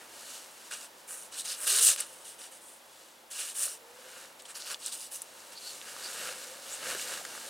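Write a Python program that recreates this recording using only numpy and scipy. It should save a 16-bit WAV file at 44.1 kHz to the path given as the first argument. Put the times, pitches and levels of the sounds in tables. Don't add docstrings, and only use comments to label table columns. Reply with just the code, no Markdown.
import sys
import numpy as np
from scipy import signal
from scipy.fft import rfft, irfft, next_fast_len
from scipy.io import wavfile

SR = 44100
rng = np.random.default_rng(int(sys.argv[2]) if len(sys.argv) > 2 else 0)


def master_out(mix):
    frames = np.transpose(np.atleast_2d(mix))
    ceiling = np.clip(frames, -1, 1)
    pcm = np.round(ceiling * 32767).astype(np.int16)
    wavfile.write(sys.argv[1], SR, pcm)


N = 330309
TIME = np.arange(N) / SR


# (start t/s, edge f/Hz, edge width/Hz, edge boost level/dB, wall f/Hz)
GRIPS = [(.7, 8170, 1600, 8.5, 2700), (1.07, 8700, 2200, 8, 6500), (1.319, 8350, 1110, 10, 3850),
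         (1.44, 8600, 1500, 7, 4840), (1.665, 8500, 1900, 8, 3750), (1.815, 8450, 1100, 10.5, 6300),
         (1.965, 8650, 1710, 10, 3000), (3.29, 8350, 1700, 8, 2530), (3.54, 8600, 1400, 8, 5500),
         (4.371, 8300, 1300, 14, 4100), (4.54, 7900, 2500, 3.5, 4600), (4.78, 8400, 1000, 9, 4150),
         (4.969, 8800, 1800, 6, 4800), (5.115, 9000, 3980, 3, 6200)]


def rubbing(release_s=5.3):
    ends = [row[0] for row in GRIPS[1:]] + [release_s]
    total = np.zeros(N)
    for (start, *ring), end in zip(GRIPS, ends):
        total += grip(start, end, *ring)
    return total


# (f/Hz, level/dB per Hz)
FRICTION_COLOUR = [(40, -56), (230, -32), (600, -17), (850, -25.5), (1080, -16.5), (1900, -14), (2180, -18),
                   (2500, -8.5), (5000, -3.5), (7000, -1), (10000, 2.5), (11800, -4.5), (14500, -4),
                   (16000, -17)]
# (f/Hz, width/Hz, boost level/dB)
CASE_RESONANCES = [(1470, 260, 4), (2850, 300, 3), (3900, 300, 2)]
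WALL_FROM_HZ, EDGE_FROM_HZ = 2200, 6500


def grip(start_s, end_s, edge_hz, edge_width_hz, edge_db, wall_hz, wall_width_hz=700, wall_db=3, splinter_db=-6):
    at, gate = gesture(start_s, end_s)
    friction = rms_one(slips(len(at), per_s=22000, spread_db=2.5, flutter_db=1.5, flutter_per_s=600))
    rough = friction + from_db(splinter_db) * splinters(len(at))
    force = colour(rough, FRICTION_COLOUR)
    grip_resonances = [(edge_hz, edge_width_hz, edge_db), (wall_hz, wall_width_hz, wall_db)]
    rung = boost(force, CASE_RESONANCES + grip_resonances)
    below, edge = split(rung, EDGE_FROM_HZ)
    body, wall = split(below, WALL_FROM_HZ)
    out = np.zeros(N)
    for gain, part in zip(stroke_gains(TIME[at]), (edge, wall, body)):
        out[at] += gate * gain * rms_one(part)
    return out


def slips(size, per_s, spread_db, flutter_db, flutter_per_s):
    caught = rng.random(size) < per_s / SR
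    unevenness = from_db(spread_db * np.clip(rng.standard_normal(size), -2, 2))
    strength = rng.standard_normal(size) * unevenness
    return caught * strength * from_db(flutter_db * drift(size, flutter_per_s))


def splinters(size, per_s=70, width_hz=280, count=14):
    catches = (rng.random((count, size)) < per_s / SR) * rng.uniform(0.93, 1, (count, size))
    pitches_hz = np.geomspace(2700, 11000, count)
    return rms_one(sum(resonate(c + 1e-18, hz, width_hz) for c, hz in zip(catches, pitches_hz)))


STROKE_ATTACK_S = 0.0079
LIFT_DB_PER_S = 438
STROKE_FADE_DB, STROKE_FADE_CURVE = 6.5, 1.14


def stroke_pressure(t, rise_s, fall_s, swell_db):
    bite = np.clip(.5 + t / (2 * STROKE_ATTACK_S), 0, 1)
    pressing = swell_db * np.clip(1 - t / rise_s, 0, 1)
    easing = STROKE_FADE_DB * np.clip((t - rise_s) / fall_s, 0, 1) ** STROKE_FADE_CURVE
    lifted = LIFT_DB_PER_S * np.maximum(t - rise_s - fall_s, 0)
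    return bite * from_db(-pressing - easing - lifted)


# (start t/s, rise t/s, fall t/s, swell over the rise level/dB,
# then at the peak: edge hiss level/dB, wall rasp level/dB, hollow body level/dB)
STROKES = [(.707, 0.028, 0.018, 4.5, -43, -42.5, -45), (.752, .088, .025, 1, -49, -52, -56),
           (1.08, .05, .045, 3, -41, -55, -53.5), (1.175, 0.047, 0.054, 1, -48.5, -57, -61.5),
           (1.318, 0.029, 0.037, 7, -46, -46.5, -51.5), (1.369, 0.039, 0.01, 7, -38, -40, -55),
           (1.444, 0.076, 0.032, 5.5, -39, -39, -49.5), (1.556, 0.091, .015, 16, -34.5, -46, -45),
           (1.664, 0.12, .042, 3.5, -26.5, -30.5, -40), (1.817, 0.026, 0.059, 1.5, -20, -32, -45.5),
           (1.86, .025, .045, 7, -26, -28, -40), (1.975, 0.034, 0.026, -1, -41, -42, -48),
           (2.04, 0.17, 0.13, -4.5, -56.5, -62.5, -65.5), (2.245, 0.04, 0.049, 4, -48, -52.5, -68),
           (2.385, 0.065, 0.028, 2.5, -49.5, -52.5, -57), (2.515, 0.018, 0.052, -1, -52.5, -59, -65),
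           (2.61, 0.093, .07, 3, -53, -64.5, -75), (3.306, .008, 0.05, 5, -42.5, -47, -54),
           (3.345, .057, .05, 9.5, -37.5, -41.5, -47.5), (3.45, 0.049, .025, 3.5, -41.5, -45.5, -54),
           (3.546, 0.087, .035, 11.5, -29.5, -39.5, -46), (3.675, 0.01, 0.067, 6, -41.5, -47.5, -55),
           (4.389, .009, .01, 8, -55, -50.5, -57), (4.453, .008, .012, -1, -54, -53.5, -61),
           (4.481, .025, .012, 9, -46.5, -50.5, -50.5), (4.549, 0.021, .025, -0.5, -45.5, -47.5, -53.5),
           (4.595, .015, 0.062, -3, -50.5, -47, -56), (4.657, .025, .02, 2, -45, -44, -49),
           (4.696, 0.021, .017, 2, -40.5, -40.5, -42), (4.79, 0.081, .035, 14, -42.5, -42.5, -52.5),
           (4.917, .024, .02, -2, -40.5, -44, -55.5), (4.965, 0.046, 0.062, 7, -44, -48, -66),
           (5.112, 0.047, 0.013, 5, -39.5, -49.5, -57), (5.18, 0.035, 0.019, 4, -54, -54.5, -66)]


def stroke_gains(t):
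    power = np.zeros((3, len(t)))
    for start_s, rise_s, fall_s, swell_db, *part_db in STROKES:
        if t[0] - .5 < start_s < t[-1] + STROKE_ATTACK_S:
            pressure = stroke_pressure(t - start_s, rise_s, fall_s, swell_db)
            power += np.outer(from_db(part_db), pressure) ** 2
    return np.sqrt(power)


# (t/s, peak level/dB, note f/Hz, t60 of the contact force t/s, crack level/dB re note)
TICKS = [(.712, -33.5, 1550, 0.018, -5), (0.738, -39, 2700, 0.0097, 1), (1.082, -37, 9000, .015, -4),
         (1.457, -21.5, 7000, .01, 0), (1.675, -17, 9700, .035, -6), (1.962, -19, 8900, .008, 1),
         (2.0043, -13.5, 8950, .003, -8), (2.007, -16.5, 8100, 0.018, -17), (2.417, -32.5, 4000, .006, 0),
         (3.319, -35, 8900, .008, -9), (3.552, -32, 9000, .012, -5), (3.668, -39.5, 586, 0.018, -9),
         (3.678, -32.5, 1330, .008, -2.5), (4.422, -36, 7900, 0.011, -14), (4.454, -39, 3280, 0.016, -8),
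         (4.552, -40, 5500, .012, -2), (4.622, -31, 4200, .012, -9), (4.646, -32, 4580, .009, -10),
         (4.7446, -20, 3440, 0.015, -6), (4.862, -19, 8100, 0.015, -25), (5.219, -22.5, 8750, 0.023, -18),
         (5.404, -34.5, 4800, .01, -6), (5.815, -30, 3180, 0.009, -1), (5.965, -31, 1430, 0.0095, -3),
         (6.949, -26, 1450, 0.0063, -1), (6.95, -33.5, 407, 0.02, -13), (6.964, -31, 740, 0.016, 3),
         (6.996, -26.5, 2600, .008, -1), (7.175, -27, 1580, 0.009, -1), (7.213, -37, 596, 0.015, -8),
         (7.251, -23, 1750, 0.014, 1.5), (7.325, -42, 1400, .01, -14), (7.351, -33, 1400, 0.012, -14),
         (7.377, -36, 1370, 0.011, -12)]


def ticks():
    out, t = np.zeros(N), TIME[:SR // 16]
    for s, db, hz, t60, crack_db in TICKS:
        force = .2 * rng.standard_normal(len(t)) * from_db(-60 * t / t60)
        force[0] = 1
        note = resonate(resonate(force, hz, hz * .3), hz, hz * .6)
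        crack = band(force, 1340, 7800, order=2)
        tick = rms_one(note) + from_db(crack_db) * rms_one(crack)
        tick = from_db(db) * tick / np.abs(tick).max()
        at = round(s * SR)
        out[at:at + len(t)] += tick[:N - at]
    return out


# (f/Hz, level/dB per Hz)
FABRIC_COLOUR = [(35, -55), (60, -26), (448, -8), (503, -2.5), (841, -12.5), (1250, -6), (1440, -2.5),
                 (2300, -8.5), (2710, -2), (3420, -6), (3930, -3), (5720, -4), (8500, -1.5), (14200, -14.5),
                 (16000, -14)]
# (f/Hz, width/Hz, boost level/dB)
FOLD_RESONANCES = [(324, 180, 0), (1610, 410, 2)]


def sleeves(split_hz=2600, swish_db=1.5, body_db=2.0):
    fine = slips(N, per_s=18000, spread_db=0.0, flutter_db=0.87, flutter_per_s=180)
    coarse = slips(N, per_s=3000, spread_db=1.5, flutter_db=0.2, flutter_per_s=87)
    fibres = colour(fine, FABRIC_COLOUR)
    folds = boost(colour(coarse, FABRIC_COLOUR), FOLD_RESONANCES)
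    swish = rms_one(band(fibres, split_hz, 14500))
    body = rms_one(band(folds, 76, split_hz))
    swish_gain, body_gain = sleeve_gains()
    return swish_gain * from_db(swish_db) * swish + body_gain * from_db(body_db) * body


SLEEVE_FADE_DB = 6.5
SLEEVE_FADE_CURVE = 1.68
# (fastest moment t/s, rise t/s, fall t/s, swish level/dB, fabric body level/dB)
SLEEVE_MOVES = [(.02, .05, 0.05, -58, -58), (.21, .11, .05, -51.5, -58), (.32, 0.088, 0.12, -47, -57),
                (.68, 0.19, 0.051, -54.5, -63), (.99, .03, 0.066, -60.5, -72),
                (3.02, 0.15, 0.13, -59, -68.5), (4.19, 0.2, 0.097, -52.5, -56), (5.46, 0.24, 0.1, -55, -62),
                (5.532, 0.017, .015, -50.5, -59), (5.69, 0.095, 0.13, -47, -58),
                (5.895, 0.056, .035, -48, -53.5), (6.08, 0.15, 0.16, -44.5, -50.5),
                (6.28, 0.14, 0.057, -42.5, -45), (6.41, 0.16, 0.18, -47, -53.5),
                (6.73, 0.093, 0.062, -45, -52.5), (6.91, 0.084, .055, -38.5, -41.5),
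                (7.01, 0.048, 0.035, -40, -49.5), (7.114, 0.072, 0.068, -40, -44.5),
                (7.46, 0.42, .3, -47, -53.5)]


def sleeve_gains():
    power = np.zeros((2, N))
    for s, rise_s, fall_s, *part_db in SLEEVE_MOVES:
        at = np.flatnonzero(np.abs(TIME - s) < 1)
        away = np.maximum((s - TIME[at]) / rise_s, (TIME[at] - s) / fall_s)
        swell = from_db(-SLEEVE_FADE_DB * away ** SLEEVE_FADE_CURVE)
        power[:, at] += np.outer(from_db(part_db), swell) ** 2
    return np.sqrt(power)


# (middle t/s, half length t/s, f/Hz, width/Hz, level/dB)
SQUEAKS = [(5.576, 0.017, 4340, 700, -43), (5.675, 0.049, 4300, 550, -45.5),
           (6.051, 0.025, 4700, 600, -41.5), (6.727, 0.016, 7060, 900, -42),
           (6.742, 0.013, 8130, 1000, -37.5)]


def squeaks(level_db=-1):
    out = np.zeros(N)
    for s, half_s, hz, width_hz, db in SQUEAKS:
        at = np.flatnonzero(np.abs(TIME - s) < 2 * half_s)
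        ribs = slips(len(at), per_s=2800, spread_db=1.0, flutter_db=0.0, flutter_per_s=270)
        squeak = rms_one(resonate(resonate(ribs, hz, width_hz), hz, 2 * width_hz))
        swell = np.exp(-((TIME[at] - s) / half_s) ** 2)
        out[at] += from_db(db + level_db) * squeak * swell
    return out


def hands():
    return tent(rubbing() + sleeves() + ticks() + squeaks())


def tent(x, wet_db=-13, t60=0.036, first_s=0.0013):
    t = TIME[:SR // 12]
    echoes = rng.standard_normal(len(t)) * from_db(-60 * t / t60) * (t > first_s)
    echoes /= np.linalg.norm(echoes)
    return x + from_db(wet_db) * signal.fftconvolve(x, echoes)[:N]


# (t/s, f/Hz, level/dB)
HOLLOW_SWELLS = [
    [(1.68, 392.4, -67), (1.75, 401.3, -52.5), (1.82, 475, -54.5), (1.89, 503, -56), (1.95, 580, -63),
     (2.15, 535, -68)],
    [(3.7, 444, -71), (3.85, 465, -63), (3.95, 495, -59.5), (4.1, 514, -65), (4.3, 555, -64)],
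    [(6.2, 500, -73), (6.3, 510, -54), (6.42, 510, -67), (6.5, 515.4, -49), (6.57, 538, -63),
     (6.85, 568, -60)],
]


def hollow_note(waver=0.43, waver_per_s=65):
    out = np.zeros(N)
    for rows in HOLLOW_SWELLS:
        at, gate = gesture(rows[0][0], rows[-1][0], edge_s=.03)
        hz, db = follow(rows, TIME[at])
        unsteady = 1 + waver * (drift(len(at), waver_per_s) + 1j * drift(len(at), waver_per_s))
        rotation = np.exp(2j * np.pi * np.cumsum(hz) / SR)
        out[at] += gate * from_db(db) * rms_one(np.real(unsteady * rotation))
    return out


def whine(hz=3400, width_hz=120, pulses_per_s=24, level_db=-72, middle_s=3.0, half_s=0.69):
    noise = rng.standard_normal(N)
    tone = rms_one(resonate(resonate(noise, hz, width_hz), hz, width_hz))
    pulses = np.sin(np.pi * pulses_per_s * TIME) ** 2
    swell = np.exp(-((TIME - middle_s) / half_s) ** 2)
    return from_db(level_db) * rms_one(tone * pulses) * swell


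# (f/Hz, level/dB per Hz)
HUSH_COLOUR = [(15, -60), (25, -30), (49, -19), (141, -16), (185, -10.5), (256, -9), (335, -4.5), (451, -5),
               (591, -2), (1260, -5), (1440, -6.5), (2410, -10), (3420, -10), (10700, -14), (16000, -19.5)]
# (f/Hz, width/Hz, boost level/dB)
HUSH_RINGS = [(239.7, 4.5, 8.5), (523, 49, 5.5), (897, 59, 4.5)]
# (t/s, level/dB)
HUSH_LEVEL = [(0, -53.5), (1, -54.5), (2.3, -54), (3.05, -57), (3.25, -57), (3.8, -55), (4.4, -55),
              (5.3, -54.5), (7.49, -50.5)]


def hush():
    air = boost(colour(rng.standard_normal(N), HUSH_COLOUR), HUSH_RINGS)
    level_db, = follow(HUSH_LEVEL, TIME)
    return from_db(level_db) * rms_one(air)


def from_db(db):
    return 10 ** (np.asarray(db) / 20)


def rms_one(x):
    return x / np.sqrt(np.mean(x ** 2) + 1e-20)


def follow(rows, t):
    s, *columns = np.transpose(rows)
    return [np.interp(t, s, c) for c in columns]


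def gesture(start, end, edge_s=.004):
    at = np.flatnonzero((TIME > start - edge_s) & (TIME < end + edge_s))
    inside = np.minimum(TIME[at] - start, end - TIME[at])
    return at, np.sqrt(np.clip(.5 + .5 * inside / edge_s, 0, 1))


def drift(size, per_s):
    steps = np.arange(size) * per_s / SR
    knots = int(steps[-1]) + 2
    return np.interp(steps, np.arange(knots), rng.standard_normal(knots))


def colour(x, points):
    size = next_fast_len(len(x))
    hz, db = np.transpose(points)
    bins = np.maximum(np.arange(size // 2 + 1) * SR / size, 1)
    gains = from_db(np.interp(np.log(bins), np.log(hz), db))
    return irfft(rfft(x, size) * gains, size)[:len(x)]


def band(x, low_hz, high_hz, order=3):
    edges = [low_hz, min(high_hz, .45 * SR)]
    return signal.sosfilt(signal.butter(order, edges, "band", fs=SR, output="sos"), x)


def resonate(x, hz, width_hz):
    r = np.exp(-np.pi * width_hz / SR)
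    feed = np.array([1, 0, -1]) * (1 - r * r) / 2
    return signal.lfilter(feed, [1, -2 * r * np.cos(2 * np.pi * hz / SR), r * r], x)


def boost(x, resonances):
    for hz, width_hz, db in resonances:
        x = x + (from_db(db) - 1) * resonate(x, hz, width_hz)
    return x


def split(x, hz):
    low = signal.sosfiltfilt(signal.butter(4, hz, fs=SR, output="sos"), x)
    return low, x - low


def stereo(mid, other, width):
    side = colour(other, width)
    return np.array([mid + side, mid - side])


# (f/Hz, side re mid level/dB)
NEAR_WIDTH = [(100, -22), (300, -31), (800, -14), (1500, -34), (2800, -19), (5500, -41.5), (9000, -47),
              (14000, -52)]
FAR_WIDTH = [(30, -2), (150, -15), (350, -12), (700, -7.5), (1500, -3), (3000, -3), (6000, -29),
             (14000, -50)]


def scene():
    near = stereo(hands(), hands(), NEAR_WIDTH)
    far = stereo(hush(), hush(), FAR_WIDTH)
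    return near + far + hollow_note() + whine()


def record(dry, cutoff_hz=15900):
    return signal.sosfilt(signal.ellip(12, .1, 90, cutoff_hz, fs=SR, output="sos"), dry)


dry = scene()
out = record(dry)
master_out(out)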